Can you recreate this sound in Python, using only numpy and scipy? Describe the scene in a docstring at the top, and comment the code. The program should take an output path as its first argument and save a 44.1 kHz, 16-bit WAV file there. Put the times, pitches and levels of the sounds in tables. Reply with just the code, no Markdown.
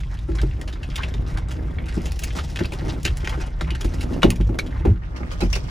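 """A deep, uneven cab boom and dull gravel crunch over a quiet engine, with leaf rustle, twig slaps and knocks.
A four-wheel-drive crawls along an overgrown dirt track, heard from the driver's seat.
Filtered noise makes the tyre rumble, wash and twig contacts; tiny random impacts make stones and foliage;
sine waves make the engine, ruts and ringing body. Near the end the microphone turns to the side window."""
import sys
import numpy as np
from scipy import signal
from scipy.fft import rfft, irfft, next_fast_len
from scipy.io import wavfile
from scipy.ndimage import uniform_filter1d

SR = 44100
rng = np.random.default_rng(int(sys.argv[2]) if len(sys.argv) > 2 else 0)


def generate_wav(sig):
    """Save sig (samples, or channels by samples) to the path in sys.argv[1] as 16-bit PCM at SR."""
    pcm = np.round(np.clip(np.atleast_2d(sig).T, -1, 1) * 32767).astype(np.int16)
    wavfile.write(sys.argv[1], SR, pcm)


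N = 251366
FFT_SIZE = next_fast_len(N, True)
BINS = np.fft.rfftfreq(FFT_SIZE, 1 / SR)  # Hz

# Foliage pressing on the body, before layer trims: t/s, stems rubbing level/dB, leaves rustling level/dB
FOLIAGE_PRESSURE = [(0.0, -54, -58), (0.2, -57, -64), (0.4, -45, -53.5), (0.58, -53.5, -65),
                    (0.98, -44.5, -58), (1.64, -49, -68.5), (1.93, -45, -58), (2.37, -56, -48.5),
                    (2.85, -43, -56), (3.0, -51.5, -58), (3.3, -40.5, -53.5), (3.55, -49, -63),
                    (4.0, -45.5, -54), (4.58, -58, -67.5), (4.77, -41, -64.5), (4.99, -53, -77.5),
                    (5.18, -47, -63.5), (5.7, -50, -53.5)]


# In every two-channel source, row 0 is common to both microphone ports and row 1 is what sets them apart.

def tyres(boom_db=1, drum_db=-1, lumpy_db=4.0, heave_db=1.0):
    """The ground shakes the cab through the springs in uneven heaves; stones crunch dully under the tread."""
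    # Roughness of the track, before layer trims: t/s, cab boom level/dB, tyre drumming level/dB, gravel level/dB
    ground = [(0.0, -26, -34, -51.5), (0.22, -29, -34, -50.5), (0.55, -27, -32, -39.5),
              (0.75, -30, -38, -42), (1.05, -27.5, -32, -40.5), (1.25, -28.5, -29, -40.5),
              (1.8, -27.5, -32, -38), (2.25, -26.5, -36, -44), (2.45, -30.5, -33.5, -44),
              (2.85, -28, -33, -35), (3.2, -26, -30.5, -45.5), (3.55, -26.5, -37, -45.5),
              (4.05, -28, -30, -32.5), (4.68, -31.5, -34.5, -39), (4.85, -23, -25, -46),
              (5.14, -30.5, -35.5, -39), (5.4, -26.5, -30, -42.5), (5.7, -28, -28.5, -38.5)]
    # Spectrum of the cab boom: f/Hz, relative level per Hz/dB
    boom_spectrum = [(10, -35), (24, -10.5), (33, 2.5), (40, -1), (47, 4.5), (55, 6), (67, 4), (80, -9),
                     (100, -42.5), (200, -82)]
    # Spectrum of the tyre drumming: f/Hz, relative level per Hz/dB
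    drum_spectrum = [(40, -35), (65, -15), (80, 7), (97, 1), (114, -5), (135, -0.5), (170, -4.5),
                     (210, -23), (330, -23), (600, -97)]
    # Spectrum of the gravel: f/Hz, relative level per Hz/dB
    gravel_spectrum = [(100, 3.5), (190, 1), (235, 0.5), (275, 5), (345, -0.5), (440, -5), (620, -9),
                       (800, -14.5), (1400, -22.5), (4000, -47)]
    heave = gain_of(heave_db * wander(rate_hz=9.9))
    boom = gain_of(boom_db) * level(ground, axis=1) * rumble(boom_spectrum, steady_s=0.048)
    drum = gain_of(drum_db) * level(ground, axis=2) * rumble(drum_spectrum, steady_s=0.084)
    lumps = gain_of(lumpy_db * wander(rate_hz=6.6))
    stones = colour(cab(grains(per_s=450, spread_db=4), wet_db=-14), gravel_spectrum)
    return heave * (boom + drum) + lumps * level(ground, axis=3) * stones


def rumble(spectrum, steady_s):
    """Random shaking in one band, with its slow swells evened out."""
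    x = colour(rng.standard_normal((2, N)), spectrum)
    size = max(int(steady_s * SR), 1)
    power = uniform_filter1d(uniform_filter1d(x ** 2, size), size)
    return x / np.sqrt(abs(power) + 1e-6)


def ruts(skew=0.5, stray=0.089, stray_hz=22.12):
    """A wheel drops into a rut and climbs out: cab and tyre boom for a few cycles, at an unsteady pitch."""
    # Ruts: t/s, length/s, cab boom level/dB, boom f/Hz, tyre drumming level/dB, drumming f/Hz
    rut_rows = [(0.284, 0.18, -20, 57.4, -37, 137), (0.412, 0.13, -17, 53.4, -27.5, 120.7),
                (1.134, 0.12, -24.5, 44.8, -35, 113.5), (1.328, 0.1, -23, 45, -29.5, 98),
                (2.578, 0.11, -28, 66.4, -29, 112.6), (2.869, 0.071, -39, 49, -31, 94),
                (3.05, 0.14, -23, 62.8, -31, 99), (3.617, 0.14, -32, 64.8, -29.5, 143.7),
                (3.85, 0.11, -18, 50, -31, 88.4), (4.251, 0.085, -16, 44.7, -17, 102.5),
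                (4.387, 0.2, -15.5, 48.2, -24.5, 105.7), (4.873, 0.063, -20, 62.4, -17, 91.6),
                (4.902, 0.04, -36, 50, -10, 103), (5.419, 0.19, -17, 46.5, -26.5, 79)]
    # Two unsteady clocks make the boom and the drumming stray in pitch separately.
    clocks = [np.cumsum(1 + stray * wander(stray_hz)) / SR for _ in range(2)]
    out = np.zeros(N)
    for s, length, boom_db, boom_hz, drum_db, drum_hz in rut_rows:
        part = slice(round(s * SR), round((s + length) * SR))
        push = arch(s, length, skew)[part]  # skew under 1: the drop is quicker than the climb
        for clock, db, hz in zip(clocks, (boom_db, drum_db), (boom_hz, drum_hz)):
            turns = hz * (clock[part] - clock[part][0]) + rng.random()
            out[part] += gain_of(db) * push * np.sqrt(2) * np.sin(2 * np.pi * turns)
    return out * np.array([[1], [0]])


def knocks(knock_db=-1, rise_cycles=0.4, rattle=0.19, apart_db=-4, apart_turns=0.22,
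           trim_db=-2.0, trim_t60=0.15, lowest_db=-15, detune=0.035, size=16384):
    """Bumps and thick branches swell each body mode within about a cycle; loose trim clatters along."""
    # Blows: t/s, level before trims/dB, panel drum relative level/dB, ring length factor, clack relative level/dB
    blows = [(0.286, -24.5, -14, 2.1, -16.5), (0.344, -33, -14, 0.95, -24), (0.417, -36, -7, 0.51, -9),
             (0.432, -16, -8, 0.47, -22), (1.164, -35, 9.5, 0.35, -11), (1.969, -22, 5, 0.84, -18),
             (2.605, -16.5, -0.5, 0.74, -16), (2.721, -25.5, -6, 0.38, -8), (2.817, -26.5, -12, 0.58, -10),
             (3.053, -21, -0.5, 0.4, -17), (3.232, -29.5, -1, 0.59, -11), (3.375, -24, -6, 0.51, -14),
             (3.612, -36.5, 6, 2.2, -12), (3.712, -31, -4, 1.06, -13), (3.846, -16.5, -3.5, 0.47, -20.5),
             (4.105, -24, -1.5, 0.98, -14), (4.2312, -16, 1, .3, -6), (4.242, -2.5, -2, 0.52, -19.5),
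             (4.273, -28.5, 13, 1.7, -32), (4.401, -20, 5, 0.52, -15.5), (4.49, -21.5, 0, 0.78, -14),
             (4.803, -27.5, -15, 0.43, -17), (4.851, -10.5, -8, 0.53, -15.5),
             (4.868, -22.5, 4.5, 1.63, -16.5), (5.204, -31.5, 5, 1.4, -8.5), (5.419, -16, -5, 0.58, -10),
             (5.4303, -17, 4, 0.83, -18.5)]
    # What body and cab ring with: f before detuning/Hz, relative level/dB, t60 before the length factor/s
    body_modes = [(48, -8, 0.3), (95.7, 3.5, 0.6), (174.7, -2, 0.25), (232, -1, 0.17), (287.2, -5, 0.15),
                  (326.6, 3.5, 0.14), (365.8, 0, 0.13), (388.5, -5, 0.16), (504, -1.5, 0.044),
                  (557.5, 0.5, 0.18), (625, -12.5, 0.21), (840, 0, 0.14), (1365, -0.5, 0.06)]
    # Spectrum of the loose trim: f/Hz, relative level per Hz/dB
    trim_spectrum = [(150, 12), (300, -11), (390, 17.5), (520, 2.5), (750, -1), (1300, -13.5),
                     (2500, -12.5), (6000, -58)]
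    t = np.arange(size) / SR
    out, shaken = np.zeros((2, N)), np.zeros((2, N))
    for s, db, drum_db, length, clack_db in blows:
        tone = [(100, lowest_db), (170, drum_db), (225, drum_db), (300, 0), (380, 0), (520, clack_db)]
        for k, (hz, mode_db, t60) in enumerate(body_modes):
            # Each blow lands on a different spot, which shifts every mode a little.
            angle = 2 * np.pi * hz * (1 + detune * rng.uniform(-0.75, 1)) * t
            shake = rattle * evened(uniform_filter1d(rng.standard_normal(size), size=200))
            # Neighbouring modes swing opposite ways.
            side = np.array([[0], [rng.choice([-1, 1])]])
            start = np.pi * k + 2 * np.pi * apart_turns * side
            ring = swell(t, rise_cycles / hz, t60 * max(length, .2))
            gain = gain_of(knock_db + db + mode_db + read(tone, hz))
            add(out, s, gain * ring * np.sin(angle + start + shake))
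        add(shaken, s, gain_of(db + trim_db + .5 * clack_db) * swell(t, 0.00045, trim_t60)[None])
    clatter = shaken * colour(rng.standard_normal((2, N)), trim_spectrum)
    return (out + clatter) * np.array([[1], [gain_of(apart_db)]])


def twigs(slap_db=-1, crack_db=4, crack_t60=0.0071, rise_s=0.0026, leaf_db=-11, leaf_rise_s=0.00086,
          leaf_t60=0.14, leaf_lead_s=0.011, patchy_db=2.0, ring_db=7, ring_width_hz=300, wet_db=-9,
          low_slope=1.2, top_slope=1.53, dry_t60=0.07, size=8192):
    """A twig cracks against the body, chatters on and rings at its own pitch; its leaves swish around it."""
    # Twig contacts on the body, from faint ticks to hard slaps: t/s, level before trims/dB,
    # hollow part relative level/dB, sharp part relative level/dB, chatter t60/s, ring f/Hz
    contacts = [(0.385, -25, -19, -19, 0.053, 1590), (0.4155, -26, -4.5, -2.5, 0.028, 945),
                (0.613, -27, -28, -2, 0.04, 1890), (0.676, -28.5, -5, -6, 0.098, 2580),
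                (0.725, -29.5, -14, -8, 0.067, 3800), (0.8296, -26, -20, -8.5, 0.054, 2750),
                (0.901, -30.5, -12, -9.5, 0.057, 4870), (0.957, -19.5, -27, -2.5, 0.055, 3420),
                (0.978, -22.5, -8, -13, 0.1, 4040), (1.032, -24.5, -3, -12, 0.11, 2650),
                (1.139, -29, -1, -5, 0.043, 3640), (1.3714, -23, -5, -8, 0.054, 905),
                (1.508, -30.5, -8, -3, 0.13, 1620), (1.7842, -26.5, -9, -40, 0.062, 2050),
                (1.838, -36, -14, -25, 0.05, 2200), (1.857, -35.5, -18, -3, 0.07, 2600),
                (1.8829, -27.5, -23, -8, 0.1, 2030), (2.0168, -37, -20, 2, 0.012, 5030),
                (2.0564, -27.5, -2, 0.5, 0.063, 2700), (2.1193, -27, -12, 0, 0.019, 5600),
                (2.157, -38, -16, 1, 0.061, 3000), (2.1907, -27, -26.5, 4, 0.036, 2530),
                (2.2353, -20, -13, 3, 0.052, 2500), (2.386, -19.5, -3.5, -8, 0.077, 1310),
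                (2.5, -35, -16, -1, 0.05, 5500), (2.559, -21.5, -11, -6.5, 0.035, 2670),
                (2.5705, -23, -7, -10, 0.027, 3140), (2.5895, -20.5, -5, -6.5, 0.045, 1750),
                (2.6266, -32, -22, -9, 0.02, 3300), (2.635, -28, -20, -7, 0.02, 3400),
                (2.645, -28, 3.5, -10, 0.033, 2500), (2.655, -23.5, -8, -5, 0.025, 5070),
                (2.721, -27.5, -0.5, -3, 0.041, 2446), (2.731, -29, -1, -2, 0.087, 2960),
                (3.03, -34, -22, 6, 0.032, 2780), (3.051, -13, -13, -3, 0.078, 2780),
                (3.072, -22.5, -4.5, -14, 0.1, 3100), (3.1698, -30.5, -15, 4.5, 0.042, 2020),
                (3.2, -36.5, -12, -4, 0.1, 3300), (3.245, -22, -11, -8, 0.067, 2860),
                (3.274, -17.5, -4.5, -10, 0.026, 1870), (3.294, -23, -10, -4.5, 0.036, 3120),
                (3.6091, -19.5, -4, -8.5, 0.066, 1090), (3.705, -20.5, -25, -10, 0.043, 2830),
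                (3.75, -24, -14, -7, 0.055, 1640), (3.8077, -25, -5.5, -1.5, 0.082, 3280),
                (3.844, -27.5, -14, -0.5, 0.069, 2150), (4.007, -25.5, -22, -1.5, 0.072, 2630),
                (4.132, -30, -17, -5, 0.064, 2750), (4.2195, -21, -19, -9, 0.039, 3000),
                (4.2304, -7.5, 0.5, -11, 0.048, 3720), (4.246, -21, -8, -11, 0.08, 2900),
                (4.3032, -20, -4, 4.5, 0.028, 3260), (4.317, -31, 5, -9, 0.063, 2300),
                (4.357, -33, -14, 0.5, 0.054, 3000), (4.4095, -29, -19, -7.5, 0.028, 2420),
                (4.469, -42.5, -9, -0.5, 0.061, 5900), (4.588, -16.5, -5.5, -3.5, 0.042, 1500),
                (4.602, -38, -11, -12, 0.041, 2200), (4.662, -34, -16, -4.5, 0.062, 3100),
                (4.8504, -35, 9, -17, 0.083, 766), (5.1612, -32.5, -7.5, -7.5, 0.13, 930),
                (5.313, -33, -1, -3, 0.18, 1360), (5.404, -26.5, 1, -2, 0.14, 2680),
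                (5.499, -39.5, -22, 0, 0.15, 6450), (5.528, -21.5, -3.5, -2, 0.064, 5400),
                (5.549, -24.5, -4, -2, 0.063, 4670), (5.557, -25, 2.5, -0.5, 0.059, 2340),
                (5.571, -34, 6, -2, 0.025, 2600)]
    # Spectrum shared by all contacts: f/Hz, relative level per Hz/dB
    contact_spectrum = [(100, -51), (400, 11.5), (650, 9), (1000, 7.5), (1700, 3.5), (2800, 1.5), (4200, 0),
                        (5500, 0.5), (7500, -2), (10500, -6), (13000, -13.5), (15500, -10)]
    t, hz, out = np.arange(size) / SR, np.fft.rfftfreq(size, 1 / SR), np.zeros((2, N))
    shared_db = read(contact_spectrum, hz)
    for s, db, hollow_db, sharp_db, t60, ring_hz in list(contacts) + touches():
        fast, slow, patches, *hiss = rng.standard_normal((5, size))
        fast_db = 3.3 * evened(uniform_filter1d(fast, size=36))
        slow_db = 1.3 * evened(uniform_filter1d(slow, size=260))
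        chatter = gain_of(fast_db + slow_db)
        # Harder slaps have a stronger crack and less leaf swish; light touches have relatively more leaf.
        force = gain_of(.25 * (db + 25))
        # A twig that chatters only briefly snaps harder against the body.
        hardness = force * max(dry_t60 / max(t60, .015), 1) ** .7
        # The harder a branch strikes, the earlier its leaves reach the body ahead of it.
        lead_s = leaf_lead_s * max(force - 1, 0)
        twig_rise_s = rise_s / hardness
        crack = gain_of(crack_db) * hardness * swell(t - lead_s, twig_rise_s, crack_t60)
        twig = swell(t - lead_s, twig_rise_s, t60) + crack
        leaves = gain_of(leaf_db) / hardness * swell(t, leaf_rise_s, leaf_t60)
        push = np.hypot(twig, leaves)
        noise = evened(np.array(hiss) * chatter * push) * np.sqrt(np.mean(push ** 2))
        # Every spot on the body has its own uneven response.
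        smooth = uniform_filter1d(uniform_filter1d(patches[:len(hz)], size=40), size=25)
        patch_db = patchy_db * evened(smooth)
        tone_db = read([(500, low_slope * hollow_db), (1000, hollow_db), (1600, 0.002), (3600, 0),
                        (6000, sharp_db), (13000, top_slope * sharp_db + 0.5)], hz)
        peak_db = ring_db / (1 + ((hz - ring_hz) / ring_width_hz) ** 2)
        response = causal(shared_db + patch_db + tone_db + peak_db)
        add(out, s - lead_s, gain_of(db + slap_db) * irfft(rfft(noise) * response))
    return cab(out, wet_db=wet_db)


def touches(per_s=7.3, touch_db=-35, usual_rustle_db=-58, follows=0.62, hollow_db=-12.5, sharp_db=-11,
            scatter_db=5.5, t60=0.038, low_hz=1050, high_hz=3600, count=150):
    """Thin twigs meet the body at random, harder as leaves press more; columns as in the twig contacts."""
    when, spot, *chance = rng.random((count, 5))[:int(per_s * N / SR) + 1].T
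    s = when * N / SR
    force, hollow, sharp = scatter_db * (2 * np.array(chance) - 1)
    times, _, rustle_db = np.transpose(FOLIAGE_PRESSURE)
    # The level follows only a share of the changes in the rustle.
    db = touch_db + follows * (np.interp(s, times, rustle_db) - usual_rustle_db) + force
    ring_hz = low_hz + spot * (high_hz - low_hz)
    return list(zip(s, db, hollow_db + hollow, sharp_db + sharp, np.full(len(s), t60), ring_hz))


def chirps(chirp_db=2, rise_s=0.0014, glide_s=0.0085, size=8192):
    """Short bursts of noise excite one narrow resonance each, which glides quickly to its final pitch."""
    # Short narrow rings, from stems dragging or striking and from body knocks: t/s, level before trim/dB,
    # t60 of the burst/s, start f/Hz, end f/Hz, resonance width in each of two passes/Hz
    ring_rows = [(0.388, -34, 0.084, 1550, 1620, 110), (0.99, -26, 0.049, 1110, 1070, 250),
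                 (1.001, -33, 0.11, 1500, 1570, 400), (1.032, -23.5, 0.046, 2700, 2480, 880),
                 (2.561, -22.5, 0.022, 2680, 2450, 500), (2.604, -30, .03, 1800, 1700, 300),
                 (2.646, -26, .025, 2580, 2450, 500), (2.721, -25, 0.019, 2600, 2470, 250),
                 (3.228, -33, .05, 1440, 1400, 200), (4.2308, -14, 0.033, 2920, 2850, 250),
                 (4.2313, -12.5, 0.023, 1350, 1290, 350), (4.234, -15.5, 0.077, 630, 555, 300),
                 (4.303, -27, 0.028, 2420, 2480, 200), (4.589, -17.5, 0.035, 2300, 2263, 225),
                 (4.589, -24, 0.032, 4140, 4050, 400), (4.853, -21.5, 0.038, 820, 780, 200),
                 (5.408, -30.5, .05, 3870, 3980, 180), (5.418, -35, 0.068, 2570, 2600, 150),
                 (5.5282, -22, 0.02, 5500, 5530, 500), (5.531, -26.5, 0.07, 2750, 2600, 600),
                 (5.552, -36, 0.046, 5460, 5600, 900)]
    t, out = np.arange(size) / SR, np.zeros((2, N))
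    for s, db, t60, start_hz, end_hz, width_hz in ring_rows:
        hz = end_hz + (start_hz - end_hz) * np.exp(-t / glide_s)
        burst = rng.standard_normal((2, size)) * swell(t, rise_s, t60)
        ring = resonate(resonate(burst, hz, width_hz), hz, width_hz)
        # The ring is scaled to the energy of the burst that drives it.
        matched = ring * np.linalg.norm(burst[0]) / np.linalg.norm(ring, axis=1, keepdims=True)
        add(out, s, gain_of(db + chirp_db) * matched)
    return cab(out, wet_db=-12)


def resonate(x, hz, width_hz):
    """A resonance of gain 1 that follows the curve hz."""
    turn = np.exp(2j * np.pi * np.cumsum(hz) / SR)
    r = np.exp(-np.pi * width_hz / SR)
    # Shift the moving pitch down to zero, smooth there, then shift back up.
    return 2 * (turn * signal.lfilter([1 - r], [1, -r], x / turn)).real


def foliage(rub_db=-1, rustle_db=1, tick_db=-46, tick_growth=0.99, clump_db=2):
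    """Stems and leaves stick and slip in clumps; sharp ticks come and go with the pressure of the leaves."""
    # Spectrum of the rubbing stems: f/Hz, relative level per Hz/dB
    rub_spectrum = [(300, -5), (550, 2.5), (850, 5.5), (1300, 5.5), (2000, 2), (2600, -7.5), (3600, -11.5),
                    (8000, -16)]
    # Spectrum of the rustling leaves: f/Hz, relative level per Hz/dB
    rustle_spectrum = [(900, -11), (1900, -10), (2800, -1), (3800, -8.5), (5500, -11.5), (7500, -15),
                       (10000, -15.5), (14000, -29), (15500, -38)]
    # Spectrum of the ticks of leaf edges and thorns: f/Hz, relative level per Hz/dB
    tick_spectrum = [(800, 12), (2000, 7), (3000, -1), (5000, 5.5), (7500, 0), (10000, -6), (14000, -11.5),
                     (15500, -9)]
    clumps = gain_of(clump_db * wander(rate_hz=20))
    stems = cab(scratches(500, 3800, per_s=130, spread_db=4.2, cycles=6, flutter_db=3.5), wet_db=-2)
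    leaves = cab(scratches(1900, 9000, per_s=65, spread_db=5.5, cycles=8, flutter_db=4), wet_db=-2)
    ticks = cab(grains(per_s=320, spread_db=5.5), wet_db=5)
    pressure = brushing(rustle_db, axis=2)
    rubbing = brushing(rub_db, axis=1) * colour(stems, rub_spectrum)
    rustling = pressure * colour(leaves, rustle_spectrum)
    ticking = gain_of(tick_db) * evened(pressure ** tick_growth) * colour(ticks, tick_spectrum)
    return clumps * (rubbing + rustling + ticking)


def brushing(steady_db, axis):
    """The foliage's steady pressure in one layer (1 stems, 2 leaves), and one sweep for every bough."""
    # Leafy boughs sweeping along the side: t/s, length/s, stems rubbing level/dB, leaves rustling level/dB
    boughs = [(0.11, 0.07, -45, -53.5), (0.349, 0.021, -46, -41), (0.755, 0.042, -44, -62),
              (1.08, 0.036, -44, -48.5), (1.262, 0.089, -46, -47), (1.484, 0.039, -49, -46),
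              (1.625, 0.022, -44.5, -62), (1.933, 0.092, -52, -46), (2.001, 0.13, -48, -47.5),
              (2.165, 0.025, -51, -45), (2.219, 0.026, -50, -38.5), (2.27, 0.048, -45, -44),
              (2.35, 0.053, -33.5, -38), (2.425, 0.052, -62, -54), (2.601, 0.036, -34, -48),
              (2.787, 0.035, -45, -45), (2.88, 0.098, -39.5, -44), (3.324, 0.066, -37, -68),
              (3.4, 0.096, -45.5, -51), (3.671, 0.051, -38, -59), (3.936, 0.016, -38.5, -45),
              (4.027, 0.028, -43, -40), (4.742, 0.06, -40, -58), (5.018, 0.039, -47, -74),
              (5.229, 0.02, -39, -66), (5.682, 0.027, -37, -63)]
    skew = 0.46  # under 1: a bough lands more quickly than it slides off
    sweeps = sum(gain_of(layer_db[axis - 1]) * arch(s, length, skew) for s, length, *layer_db in boughs)
    return np.hypot(gain_of(steady_db) * level(FOLIAGE_PRESSURE, axis=axis), sweeps)


def scratches(low_hz, high_hz, per_s, spread_db, cycles, flutter_db, count=12):
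    """Many small contacts, each pitch band ringing for a few cycles and fluttering on its own."""
    out = np.zeros((2, N))
    for hz in np.geomspace(low_hz, min(high_hz, SR / 3), count):
        slips = grains(per_s, spread_db) * gain_of(flutter_db * wander(rate_hz=16))
        out += signal.lfilter(*signal.iirpeak(hz, max(cycles, 2), fs=SR), slips)
    return evened(out)


def engine(waver=0.01205, engine_db=-38.5):
    """A hum of low multiples of the firing rate, wavering with the load and picking up in mid-track."""
    # Engine at low revs: t/s, firing rate before the waver f/Hz
    firing_curve = [(0, 57.34), (0.9, 54.73), (1.6, 57.67), (2.5, 61.1), (3.1, 62.2), (3.9, 57.33),
                    (5.7, 54.9)]
    # Its hum: multiple of the firing rate, relative level/dB
    orders = [(1, 2.5), (2, 1), (3, -16.5), (4, -13)]
    firing_hz = np.interp(np.arange(N) / SR, *np.transpose(firing_curve))
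    turns = np.cumsum(firing_hz * (1 + waver * wander(rate_hz=2.61))) / SR
    hum = sum(gain_of(db) * np.sin(2 * np.pi * (round(k) * turns + rng.random())) for k, db in orders)
    return gain_of(engine_db) * evened(hum) * np.array([[1], [0]])


def wash(wash_db=-52):
    """A smooth hush of filtered noise under the shaking, from the vents and the rolling tread."""
    # Spectrum of air and tread in the cab: f/Hz, relative level per Hz/dB
    wash_spectrum = [(150, -1), (330, 6), (480, -3), (700, -8), (1100, -5), (2000, -13.5), (4000, -25),
                     (9000, -39), (15000, -46)]
    return gain_of(wash_db) * colour(rng.standard_normal((2, N)), wash_spectrum)


def cab(pair, wet_db, size=8192):
    """Adds the short, dense tail of a small upholstered cab, made of noise that fades at each pitch."""
    # Fading time of the cab: f/Hz, t60/s
    cab_fade = [(200, 0.31), (1000, 0.034), (3000, 0.072), (8000, 0.049), (15000, 0.061)]
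    hz, t, z = signal.stft(rng.standard_normal((2, size)), SR, nperseg=128)
    fade = gain_of(-60 * t / read(cab_fade, hz)[:, None])
    tail = signal.istft(z * fade, SR, nperseg=128)[1]
    # The tail fades in from 2.4 to 7.2 ms.
    tail = tail * np.clip(np.arange(tail.shape[1]) / SR / 0.0048 - .5, 0, 1)
    tail = tail / np.linalg.norm(tail, axis=1, keepdims=True)
    return pair + gain_of(wet_db) * signal.fftconvolve(pair, tail, axes=1)[:, :N]


def ports(pair, turn_s=4.98, turn_fade_s=0.012, side_lag_s=0.00033):
    """The microphone first faces ahead; once turned, sound from the side window reaches the left port first."""
    # Likeness of the two ports for sound from ahead: f/Hz, correlation
    ahead_likeness = [(50, 0.99), (130, 0.99), (290, 0.6), (640, 0.32), (1400, 0.038), (2200, 0.84),
                      (3100, 1), (7000, 1), (15000, 0.86)]
    # Phase by which the left port leads for sound from ahead: f/Hz, lead/turns
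    ahead_lead = [(0, 0), (350, .02), (1050, .13), (1450, -.18), (2200, .03), (3000, .06), (5000, .02),
                  (7100, -.03), (8000, -.25), (8550, -.5), (9400, -.87), (10600, -1.05), (11600, -1.42),
                  (12400, -1.53), (13400, -1.95), (14200, -2.03), (15500, -2.45), (17000, -2.6)]
    # Likeness of the two ports for sound from the side window: f/Hz, correlation
    aside_likeness = [(50, 0.96), (130, 0.99), (500, 0.072), (2200, 0.47), (3500, 0.049), (15000, .05)]
    # Colour of sound from the side window: f/Hz, level/dB
    aside_colour = [(300, -1.5), (1300, 3.5), (3800, 1), (5500, 5), (7000, 1.5), (11000, -1.5), (14000, -2)]
    spectra = rfft(pair, FFT_SIZE)
    ahead = port_pair(spectra, ahead_likeness, np.interp(BINS, *np.transpose(ahead_lead)))
    aside = port_pair(spectra * gain_of(read(aside_colour, BINS)), aside_likeness, BINS * side_lag_s)
    turned = np.clip((np.arange(N) / SR - turn_s) / turn_fade_s, 0, 1)
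    return (1 - turned) * ahead + turned * aside * gain_of([[-.3], [.4]])  # left and right, dB


def port_pair(spectra, likeness, turns):
    """Left and right from a common and an unrelated signal, the left leading by some turns of phase."""
    same = np.clip(read(likeness, BINS), 0, .999)
    common, apart = spectra * np.sqrt([(1 + same) / 2, (1 - same) / 2])
    lead = np.exp(1j * np.pi * turns)  # half of the phase lead goes to each port
    return irfft(np.array([(common + apart) * lead, (common - apart) / lead]), FFT_SIZE)[:, :N]


def grains(per_s, spread_db, count=6000):
    """A random train of tiny impacts, mostly small, a few large."""
    when, force, left, right = rng.random((count, 4))[:int(per_s * N / SR) + 1].T
    size = gain_of(spread_db * np.minimum(-np.log(1 - force), 3))
    out = np.zeros((2, N))
    out[:, (when * N).astype(int)] = size * np.sign([left - .5, right - .5])
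    return evened(out)


def swell(t, rise_s, t60):
    """An envelope that rises from time zero and dies away by 60 dB in t60 seconds."""
    t = np.maximum(t, 0)
    return (1 - np.exp(-t / rise_s)) * np.exp(-np.log(1000) * t / max(t60, .005))


def arch(s, length, skew):
    """One lopsided swell of height 1, from time s."""
    return np.sin(np.pi * np.clip((np.arange(N) / SR - s) / length, 0, 1) ** skew)


def wander(rate_hz):
    """Slow chance of rms 1: straight lines between random points, two for each cycle of rate_hz."""
    knots = np.arange(N) * rate_hz * 2 / SR
    return evened(np.interp(knots, np.arange(2048), rng.standard_normal(2048)))


def colour(x, spectrum):
    """Gives a steady sound a spectrum, at rms 1."""
    return evened(irfft(rfft(x, FFT_SIZE) * gain_of(read(spectrum, BINS)), FFT_SIZE)[:, :N])


def causal(db):
    """Frequency response with these gains that rings only after its cause (minimum phase)."""
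    log_gain = np.log(gain_of(np.concatenate([db, db[-2:0:-1]])))
    return np.exp(np.conj(signal.hilbert(log_gain)))[:len(db)]


def level(table, axis):
    """One dB column of a curve table as a gain for every sample."""
    rows = np.array(table)
    return gain_of(np.interp(np.arange(N) / SR, rows[:, 0], rows[:, axis]))


def read(points, hz):
    """A table's value at hz, on a logarithmic frequency axis."""
    f, value = np.transpose(points)
    return np.interp(np.log(hz + 1), np.log(f + 1), value)


def add(mix, s, sound):
    """Mixes a sound in at time s."""
    part = mix[:, max(round(s * SR), 0):][:, :sound.shape[1]]
    part += sound[:, :part.shape[1]]


def evened(x):
    """Scales to rms 1."""
    return x / np.sqrt(np.mean(x ** 2) + 1e-20)


def gain_of(db):
    """Turns decibels into a factor."""
    return 10 ** (np.asarray(db) / 20)


def scene():
    """All sources add up and reach the two microphone ports."""
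    ground = tyres() + ruts()
    steady = engine() + wash()
    plants_and_rings = foliage() + twigs() + chirps()
    return ports(ground + steady + plants_and_rings + knocks())


def record(dry, ceiling=0.92, edge_hz=15900):
    """A soft ceiling rounds off the loudest peaks, and a low-pass filter limits the band."""
    held = dry / (1 + (dry / ceiling) ** 8) ** (1 / 8)
    low_pass = signal.firwin(255, edge_hz, window=("kaiser", 9), fs=SR)
    return signal.oaconvolve(held, low_pass[None], "same")


dry = scene()
out = record(dry)
generate_wav(out)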